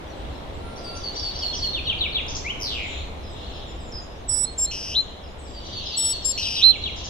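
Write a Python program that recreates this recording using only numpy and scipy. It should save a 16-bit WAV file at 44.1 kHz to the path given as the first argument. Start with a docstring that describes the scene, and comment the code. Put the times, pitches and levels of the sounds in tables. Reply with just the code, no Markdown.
"""Birds in a spring pine forest

A finch sings its falling trill and flourish twice, built from gliding and fast-wobbling tones.
A nearer bird calls twice: two thin two-voiced whistles, a buzz and a loud rising note.
Other birds call further off as short glides, and a faint squeal holds one pitch.
Random echoes scatter every note as trunks do, over shaped noise for the wind in the crowns.
"""
import sys
import numpy as np
from scipy import signal
from scipy.fft import rfft, irfft, next_fast_len
from scipy.io import wavfile
from scipy.ndimage import uniform_filter1d

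SR = 44100
rng = np.random.default_rng(int(sys.argv[2]) if len(sys.argv) > 2 else 0)


def file_out(sig):
    """Save sig as 16-bit WAV at sys.argv[1]."""
    # one column per channel
    cols = np.atleast_2d(sig).T
    # limit, then scale
    lim = np.clip(cols, -1, 1)
    pcm = np.round(lim * 32767).astype(np.int16)
    wavfile.write(sys.argv[1], SR, pcm)


N = 312669


def gain_of(db):
    """Turns decibels into a factor for the sound wave."""
    return 10 ** (np.asarray(db) / 20)


def evened(x):
    """Scales a signal to an average (rms) strength of 1."""
    return x / np.sqrt(np.mean(x ** 2) + 1e-20)


def read(points, hz):
    """Reads a table between its points, with pitch spaced as the ear hears it (logarithmically)."""
    f, value = np.transpose(points)
    return np.interp(np.log(hz + 1), np.log(f + 1), value)


def wander(n, rate_hz):
    """A smooth random curve of strength about 1; a higher rate makes it wander faster."""
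    size = next_fast_len(n + SR // 8)
    hz = np.fft.rfftfreq(size, 1 / SR)
    smoothed = rfft(rng.standard_normal(size)) * np.exp(-(hz / rate_hz) ** 2)
    return evened(irfft(smoothed, size))[:n]


def turns(hz):
    """Adds up a pitch curve into the running phase of a vibration."""
    return 2 * np.pi * np.cumsum(hz) / SR


def fade(n, edge_s):
    """A soft start and end."""
    return signal.windows.tukey(n, min(1, 2 * edge_s * SR / n))


def add(mix, s, sound, pan_db=0):
    """Places a sound at a time and a side; positive pan_db makes the left louder."""
    part = mix[:, max(0, round(s * SR)):][:, :len(sound)]
    sides = gain_of(np.array([[.5], [-.5]]) * pan_db)
    part += (sound * sides)[:, :part.shape[1]]


def arrive(x, lag_ms):
    """Sound from one side reaches the right microphone later."""
    lag = int(round(lag_ms * SR / 1000))
    return np.array([x[0], np.roll(x[1], lag)])


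def forest(x, early_s=0.023, early_db=6):
    """Trunks and branches scatter sound: strong near echoes, then a tail whose top treble dies first."""
    # time the late echoes take to fall by 60 dB: f/Hz, fall time/s
    echo_times = [(1500, 1.16), (3200, 0.86), (5000, 0.56), (8000, 0.77), (14000, 0.39)]
    echoes_per_s = 2500
    taps = rng.standard_normal((2, SR)) * (rng.random((2, SR)) < echoes_per_s / SR)
    hz, t, z = signal.stft(taps, SR, nperseg=256)
    decay_db = -60 * t / read(echo_times, hz)[:, None] + early_db * np.exp(-t / early_s)
    decay = gain_of(decay_db) * (t > .004)
    tail = signal.istft(z * decay, SR, nperseg=256)[1]
    # set the echo strength by the decay at 4000 Hz
    tail /= np.sqrt(np.sum(taps[0] ** 2) * np.mean(decay[np.searchsorted(hz, 4000)] ** 2))
    return signal.fftconvolve(x, tail, axes=1)[:, :N]


def note(length, start_hz, middle_hz, end_hz, overtone_db=-50, waver=0.0084, flutter_db=3.0):
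    """One nearly pure glide of the syrinx, the bird's voice organ; weaker below its middle pitch."""
    n = int(length * SR)
    curve = np.polyfit([0, .5, 1], [start_hz, middle_hz, end_hz], 2)
    hz = np.polyval(curve, np.linspace(0, 1, n))
    phase = turns(hz * (1 + waver * wander(n, 200)))
    overtones = np.sin(2 * phase) + np.sin(3 * phase) * (hz < SR / 6)
    voice = np.sin(phase) + gain_of(overtone_db) * overtones
    flutter = gain_of(flutter_db * wander(n, 100))
    shape = signal.windows.tukey(n, .25) * np.minimum(hz / middle_hz, 1) ** 1.5
    return np.sqrt(2) * voice * flutter * shape


def settling(length, start_hz, held_hz, settle_s, waver=0.0076, flutter_db=3, overtone_db=-50):
    """A note whose pitch slides quickly onto a held one, closing the gap ever more slowly."""
    t = np.arange(0, length, 1 / SR)
    n = len(t)
    hz = held_hz + (start_hz - held_hz) * np.exp(-t / settle_s)
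    phase = turns(hz * (1 + waver * wander(n, 200)))
    voice = np.sin(phase) + gain_of(overtone_db) * (np.sin(2 * phase) + np.sin(3 * phase))
    flutter = gain_of(flutter_db * wander(n, 100))
    return np.sqrt(2) * voice * flutter * signal.windows.tukey(n, .4)


def wind(patchy_db=0.5, lumpy_db=2):
    """Noise makes a lumpy rumble, much alike in both ears, under the wide rush of the crowns."""
    # strength of the wind over time: t/s, rumble level/dB, rush level/dB
    wind_levels = [(0.0, -37, -38), (2.3, -35.5, -38), (4.8, -40, -42), (6.1, -41.5, -41.5),
                   (7.09, -38.5, -40.5)]
    # colour of the wind, relative within rumble and rush: f/Hz, level per Hz/dB
    colour = [(20, -6.5), (35, -11.5), (62, -0.5), (110, -13), (180, -12.5), (350, -12.5), (650, -13),
              (1000, -17), (1500, -25.5), (2200, -26.5), (4000, -32.5), (7000, -44.5), (11000, -50),
              (15000, -57)]
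    # likeness of left and right: f/Hz, correlation (1 = identical)
    likeness = [(40, 1), (120, 0.7), (250, 0.79), (500, 0.38), (1000, -0.2), (1600, 0.015), (4000, -0.034)]
    frames, hz = N // 512 + 5, np.fft.rfftfreq(2048, 1 / SR)
    a, b, c, d, patches = rng.standard_normal((5, len(hz), frames))
    same = np.clip(read(likeness, hz), -1, 1)[:, None]
    left = a + 1j * b
    right = same * left + np.sqrt(1 - same ** 2) * (c + 1j * d)
    # random patches of louder and softer noise, smoothed over pitch and then time
    patches = uniform_filter1d(patches, size=20, axis=0)
    patches = evened(uniform_filter1d(patches, size=12, axis=1))
    z = np.array([left, right]) * gain_of(read(colour, hz)[:, None] + patchy_db * patches)
    bass = (hz < 150)[:, None]
    rumble = evened(signal.istft(z * bass, nperseg=2048, noverlap=1536)[1][:, :N])
    rush = evened(signal.istft(z * ~bass, nperseg=2048, noverlap=1536)[1][:, :N])
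    s, low_db, high_db = np.transpose(wind_levels)
    t = np.arange(N) / SR
    lumps = np.interp(t, np.linspace(0, N / SR, num=80), rng.standard_normal(size=80))
    rumble = rumble * gain_of(np.interp(t, s, low_db) + lumpy_db * lumps)
    return rumble + rush * gain_of(np.interp(t, s, high_db))


def chorus(top_hz=4200, bottom_hz=2750, chip_db=-11, rest_db=-54.5):
    """Far finches: falling notes and higher chips, so scattered that they merge."""
    # swells of the distant trilling: t/s of the peak, width/s, level/dB
    phrase_peaks = [(.3, 0.17, -52), (1.4, 0.46, -41.5), (2.95, 0.12, -37.5), (3.53, 0.25, -42.5),
                    (5.05, 0.17, -45), (5.93, 0.25, -33.5), (6.9, 0.65, -39.5)]
    out = np.zeros((2, N))
    notes_per_s = 60
    for k, (late, pitch) in enumerate(rng.random((int(notes_per_s * N / SR), 2))):
        glide = np.array([top_hz, (top_hz + bottom_hz) / 2, bottom_hz]) * (1 + .2 * (pitch - .5))
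        if k % 4 == 0:
            sound = gain_of(chip_db) * note(.06, *glide * 1.75)
        else:
            sound = note(.06, *glide)
        add(out, (k + late) / notes_per_s, sound, 1.5)
    scattered = forest(out, early_db=0)
    # level out the strength over quarter seconds, so that the phrases alone set it
    scattered /= np.sqrt(uniform_filter1d((scattered ** 2).mean(0), SR // 4) + 1e-9)
    t = np.arange(N) / SR
    phrases = sum(gain_of(db) * np.exp(-((t - s) / width) ** 2) for s, width, db in phrase_peaks)
    return scattered * np.hypot(gain_of(rest_db), phrases)


def twitter(level_db=-64, spread_db=4, low_hz=5200, high_hz=8000, slide=0.1, length_s=0.056):
    """Tiny chirps from all over the crowns: short tones sliding up or down."""
    out = np.zeros((2, N))
    per_s = 7
    chances = rng.uniform(-1, 1, (int(per_s * N / SR), 5))
    for k, (late, pitch, bend, effort, side) in enumerate(chances):
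        middle_hz = np.interp(pitch, [-1, 1], [low_hz, high_hz])
        glide = middle_hz * (1 + slide * bend * np.array([-.5, 0, .5]))
        chirp = gain_of(level_db + spread_db * effort) * note(length_s, *glide)
        add(out, (k + abs(late)) / per_s, chirp, 4 * side)
    return out + forest(out)


def squeal(pan_db=-6):
    """A thin, faint held tone: a slightly unsteady vibration with a few higher partials."""
    # course of the tone: t/s, f/Hz, level/dB
    squeal_course = [(.59, 1374, -57), (.68, 1372, -51), (.8, 1369, -59), (.96, 1366, -46),
                     (1.02, 1364, -55)]
    # its partials: multiple of the pitch, level/dB against the lowest
    partials = [(1, 0), (2, -6), (3, -10), (7, -12), (8, -20)]
    out = np.zeros((2, N))
    s, pitch_hz, level_db = np.transpose(squeal_course)
    t = np.arange(s[0], s[-1], 1 / SR)
    hz, db = np.interp(t, s, pitch_hz), np.interp(t, s, level_db)
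    phase = turns(hz * (1 + 0.0017 * wander(len(hz), 60)))
    tone = sum(gain_of(partial_db) * np.sin(k * phase) for k, partial_db in partials)
    add(out, s[0], gain_of(db) * tone * fade(len(hz), 0.024), pan_db)
    return out + gain_of(-3) * forest(out)


def others(pan_db=-1.0):
    """Four kinds of single notes from the trees around, each a glide or a slide onto a pitch."""
    # short falling notes of a second bird: t/s, level/dB
    falling_notes = [(1.414, -34), (1.527, -34), (1.63, -34), (1.852, -33.5), (1.955, -40), (5.234, -55)]
    # rising calls: t/s, level/dB
    rising_calls = [(4.434, -40), (4.642, -38)]
    # calls that drop quickly onto a held pitch: t/s, level/dB
    dropping_calls = [(3.222, -55.5), (3.365, -59), (3.51, -55), (3.77, -60), (3.912, -39), (4.286, -41.5),
                      (5.22, -57)]
    # very thin, high, sinking notes: t/s, length/s, start f/Hz, end f/Hz, level/dB
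    thin_notes = [(1.55, 0.14, 7370, 7270, -57.5), (2.674, .15, 7600, 7420, -59.5),
                  (2.813, .21, 7220, 7000, -54.5), (3.668, 0.05, 7340, 7180, -55),
                  (3.795, .13, 7920, 6750, -55), (5.376, 0.19, 8130, 7150, -57.5)]
    fall_s, fall_glide_hz = .033, (3473, 3080, 2690)
    rise_s, rise_low_hz, rise_held_hz, rise_settle_s = .075, 2630, 4260, .0095
    drop_s, drop_top_hz, drop_held_hz, drop_settle_s = .11, 6300, 5070, .009
    out = np.zeros((2, N))
    for s, db in falling_notes:
        add(out, s, gain_of(db) * note(fall_s, *fall_glide_hz), pan_db)
    for s, db in rising_calls:
        call = settling(rise_s, rise_low_hz, rise_held_hz, rise_settle_s)
        add(out, s, gain_of(db) * call, pan_db)
    for s, db in dropping_calls:
        call = settling(drop_s, drop_top_hz, drop_held_hz, drop_settle_s, waver=0.016)
        add(out, s, gain_of(db) * call, pan_db)
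    for s, length, start_hz, end_hz, db in thin_notes:
        thin = note(length, start_hz, (start_hz + end_hz) / 2, end_hz)
        add(out, s, gain_of(db) * thin, pan_db)
    return out


def whistles(flutter_db=2.0, low_octave_db=-7, high_octave_db=-32, sum_db=-33, difference_db=-34):
    """Both sides of the syrinx hold a tone; their coupling adds sum and difference tones."""
    # the near bird's whistles: t/s, length/s, high voice f/Hz, its level/dB,
    # low voice f/Hz, its level/dB, left against right/dB
    whistle_notes = [(4.279, .18, 7900, -24, 5480, -39, -9), (4.574, .094, 7435, -22.5, 5308, -37, 0),
                     (5.964, .172, 7890, -24, 5428, -33, 3), (6.24, .09, 7452, -24, 5285, -33, 7)]
    out = np.zeros((2, N))
    for s, length, high_hz, high_db, low_hz, low_db, pan_db in whistle_notes:
        t = np.arange(0, length, 1 / SR)
        n = len(t)
        # at both ends the high voice bends down and the low voice up
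        sag = .016 * (np.exp(-t / .018) + np.exp((t - length) / .008))
        high = turns(high_hz * (1 - sag + .0012 * wander(n, 150)))
        low = turns(low_hz * (1 + .4 * sag + .0015 * wander(n, 150)))
        differences = np.sin(2 * high - low) + np.sin(3 * low - high)
        coupled = gain_of(sum_db) * np.sin(high + low) + gain_of(difference_db) * differences
        upper = np.sin(high) + gain_of(high_octave_db) * np.sin(2 * high) + coupled
        upper *= gain_of(high_db + flutter_db * wander(n, 40))
        lower = np.sin(low) + gain_of(low_octave_db) * np.sin(2 * low)
        lower *= gain_of(low_db + flutter_db * wander(n, 40))
        lower *= np.clip(t / 0.0069 - 1, 0, 1)  # the low voice joins a moment later
        add(out, s, np.sqrt(2) * (upper + lower) * fade(n, .016), pan_db)
    return out


def buzzes(trill_hz=196, high_swing=0.1, overtone_db=-44, high_octave_db=-20, sum_db=-21,
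           throb=0.58, uneven_db=2):
    """Two voices trill together; the upper one stops as the lower rises, swells and steadies."""
    # buzz, then loud note: t/s, buzz length/s, low voice level/dB, its mid-buzz change/dB,
    # high voice f/Hz, its level/dB, left against right/dB,
    # note length/s, note f/Hz, note level/dB, note left against right/dB
    buzz_calls = [(4.71, .243, -32, -8.5, 5550, -35, 1.5, 0.066, 4073, -14.5, 5),
                  (6.375, 0.2492, -27.5, -6, 5424, -30.5, 3, 0.097, 4110, -8.5, -10)]
    buzz_hz, low_swing, rise_s = 2883, .11, 0.0063
    trill_depth, trill_dies_s = 0.82, 0.018
    note_fade_db_per_s, release_s = -81, 0.011
    out = np.zeros((2, N))
    for (s, length, low_db, sag_db, high_hz, high_db, pan_db,
         note_s, note_hz, note_db, note_pan_db) in buzz_calls:
        t = np.arange(0, length + note_s, 1 / SR)
        n, held = len(t), np.maximum(t - length, 0)
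        risen = 1 / (1 + np.exp((length - t) / rise_s))  # 0 in the buzz, 1 in the note
        depth = trill_depth * np.exp(-held / trill_dies_s)
        buzz_db = low_db + sag_db * np.sin(np.pi * np.minimum(t / length, 1))
        db = buzz_db + (note_db - buzz_db) * risen + note_fade_db_per_s * held
        # the first trills are quicker, and their upper voice is higher
        onset = .1 * np.exp(-t / .025)
        beat = turns(trill_hz * (1 + onset + 0.015 * wander(n, 30)))
        low_pitch = buzz_hz + (note_hz - buzz_hz) * risen
        low = turns(low_pitch * (1 + depth * (low_swing * np.sin(beat) + .026 * wander(n, 700))))
        high_bend = onset + .3 * risen + high_swing * np.sin(beat) + .016 * wander(n, 600)
        high = turns(high_hz * (1 + high_bend))
        lower = np.sin(low) + gain_of(overtone_db) * np.sin(2 * low)
        lower *= (1 - throb * depth * np.cos(beat)) / (1 + throb * depth)
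        upper = np.sin(high) + gain_of(high_octave_db) * np.sin(2 * high)
        upper += gain_of(sum_db) * np.sin(high + low)
        upper *= 1 - throb * depth * np.sin(beat)
        voices = gain_of(db) * lower + gain_of(high_db) * (1 - risen) ** 2 * upper
        uneven = gain_of(uneven_db * depth * wander(n, 200))
        shape = uneven * np.minimum(t[::-1] / release_s, 1) * fade(n, .003)
        add(out, s, np.sqrt(2) * voices * shape, pan_db + (note_pan_db - pan_db) * risen)
    return out


def slurs(start, overtone_db=-35):
    """Evenly paced notes settle from a high, soft first one; three varying chips lead into each."""
    # quick chips: lead before the slur/s, length/s, start f/Hz, middle f/Hz, end f/Hz,
    # typical level against the slur/dB
    lead_chips = [(.077, .028, 5200, 5700, 6000, -12), (.06, .024, 4600, 4900, 4900, -7),
                  (.027, .02, 6100, 5250, 4850, -11)]
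    count, every_s, slur_s = 5, .193, 0.077
    slur_db, soft_db, settle_s = -26.5, -12.5, 0.195
    top_hz, held_hz, drop_s = 4770, 4300, 0.01687
    high_hz = 270  # how much higher the first slur lies
    out = np.zeros((2, N))
    for since in np.arange(count) * every_s:
        fresh = np.exp(-since / settle_s)
        s, db = start + since, slur_db + soft_db * fresh
        extra_hz = high_hz * fresh + 25 * rng.standard_normal()
        slur = settling(slur_s, top_hz + extra_hz, held_hz + extra_hz, drop_s, overtone_db=overtone_db)
        add(out, s, gain_of(db) * slur)
        for lead, length, *glide, chip_db in lead_chips:
            pitch, effort = rng.standard_normal(2)
            chip = note(length, *np.array(glide) * (1 + .03 * pitch), waver=.025)
            add(out, s - lead, gain_of(db + chip_db + 2 * effort) * chip)
    return out


def sweeps(start, hook_hz=4380, hook_s=0.019, hook_db=-12, sink_db=-5):
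    """The faster, lower trill: falling glides, each from a short high hook, reach lower each time."""
    count, at_s, every_s, sweep_s, sweep_db = 4, .895, .137, .071, -23.5  # at_s: time into the song
    top_hz, middle_hz, end_hz, deepen_hz = 4120, 3113, 2350, 140
    out = np.zeros((2, N))
    for k in range(count):
        s = start + at_s + k * every_s
        voice = note(sweep_s, top_hz, middle_hz, end_hz - k * deepen_hz)
        add(out, s, voice * gain_of(sink_db * np.linspace(0, 1, len(voice)) ** 2))
        add(out, s - hook_s, gain_of(hook_db) * note(hook_s, hook_hz, hook_hz, top_hz))
    return gain_of(sweep_db) * out


def rattles(start, rate_hz=120, centre_hz=5700, swing=0.147, rough=0.0624):
    """The pitch is thrown up and down so fast that the note turns harsh."""
    # the rattles: t/s into the song, length/s, level/dB
    rattle_notes = [(1.428, .061, -36.5), (1.507, .04, -30.5)]
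    out = np.zeros((2, N))
    for at, length, db in rattle_notes:
        n = int(length * SR)
        beat = turns(rate_hz * (1 + 0.41 * wander(n, 100.7)))
        hz = centre_hz * (1 + swing * np.sin(beat) + rough * wander(n, 550))
        voice = np.sin(turns(hz)) * (1 + np.cos(beat))
        add(out, start + at, gain_of(db) * evened(voice) * fade(n, 0.012))
    return out


def upslur(start):
    """One climbing note between the rattles and the flourish, swelling as it climbs."""
    at_s, length_s, glide_hz = 1.6, .082, (1904, 2445, 3300)
    level_db, swell_db = -23.5, 15.5
    out = np.zeros((2, N))
    voice = note(length_s, *glide_hz)
    add(out, start + at_s, voice * gain_of(level_db - np.linspace(swell_db, 0, len(voice))))
    return out


def flourish(start, pulse_hz=106, swing=0.11, overtone_db=-17, bend=1.55):
    """A train of pulses, each a tiny downward sweep, tumbles and levels out; high ones are brightest."""
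    at_s, length_s, level_db, fade_db = 1.748, .29, -30, -7.5
    top_hz, end_hz, fall_s, attack_s = 6016, 2130, .124, 0.038
    out = np.zeros((2, N))
    t = np.arange(0, length_s, 1 / SR)
    n = len(t)
    hz = end_hz + (top_hz - end_hz) * np.exp(-(t / fall_s) ** bend)
    level = np.minimum(t / attack_s, 1) ** 2 * gain_of(level_db + fade_db * (t / length_s) ** 2)
    beat = turns(pulse_hz * (1 + 0.1 * wander(n, 57)))
    phase = turns(hz * (1 - swing * np.sin(beat) + 0.026 * wander(n, 530)))
    brightness = gain_of(overtone_db) * (hz / hz[0]) ** 5
    voice = np.sin(phase) + brightness * (np.sin(2 * phase) + np.sin(3 * phase))
    pulses = voice * (1 + np.cos(beat)) ** 2
    add(out, start + at_s, level * evened(pulses) * fade(n, 0.011))
    return out


def finch(slur_echo_db=3, sweep_echo_db=-2, upslur_echo_db=-2, ending_echo_db=2):
    """Both songs, as heard directly and as sent into the trees; the high parts are scattered more."""
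    # the two songs: t/s, direct level/dB, echo level/dB, left against right/dB
    song_starts = [(.835, -1.5, -2, 1.5), (5.528, -7.5, -8, 2.5)]
    direct, scattered = np.zeros((2, 2, N))
    echo = gain_of([slur_echo_db, sweep_echo_db, upslur_echo_db, ending_echo_db])
    for s, direct_db, echo_db, pan_db in song_starts:
        parts = [slurs(s), sweeps(s), upslur(s), rattles(s) + flourish(s)]
        add(direct, 0, gain_of(direct_db) * sum(parts)[0], pan_db)
        scattered += gain_of(echo_db) * sum(share * part for share, part in zip(echo, parts))
    return direct, scattered


def scene(distant_echo_db=-3, whistle_echo_db=-13, buzz_echo_db=-11):
    """Mixes all sounds; the further the bird, the more of it arrives by way of the trees."""
    song, song_echo = finch()
    distant, whistle, buzz = others(), whistles(), buzzes()
    direct = arrive(song, lag_ms=.41)
    direct = direct + arrive(distant + whistle, lag_ms=.023) + arrive(buzz, lag_ms=.045)
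    far_sent = song_echo + gain_of(distant_echo_db) * distant
    far_echo = forest(far_sent, early_s=.06, early_db=5)
    near_sent = gain_of(whistle_echo_db) * whistle + gain_of(buzz_echo_db) * buzz
    near_echo = forest(near_sent, early_s=.035, early_db=23)
    return direct + far_echo + near_echo + squeal() + twitter() + chorus() + wind()


def record(dry):
    """The recorder's band limit: a filter removes what lies above its edge."""
    edge_hz = 15200
    low_pass = signal.firwin(511, edge_hz, window=("kaiser", 9), fs=SR)
    return signal.oaconvolve(dry, low_pass[None], "same")


dry = scene()
out = record(dry)
file_out(out)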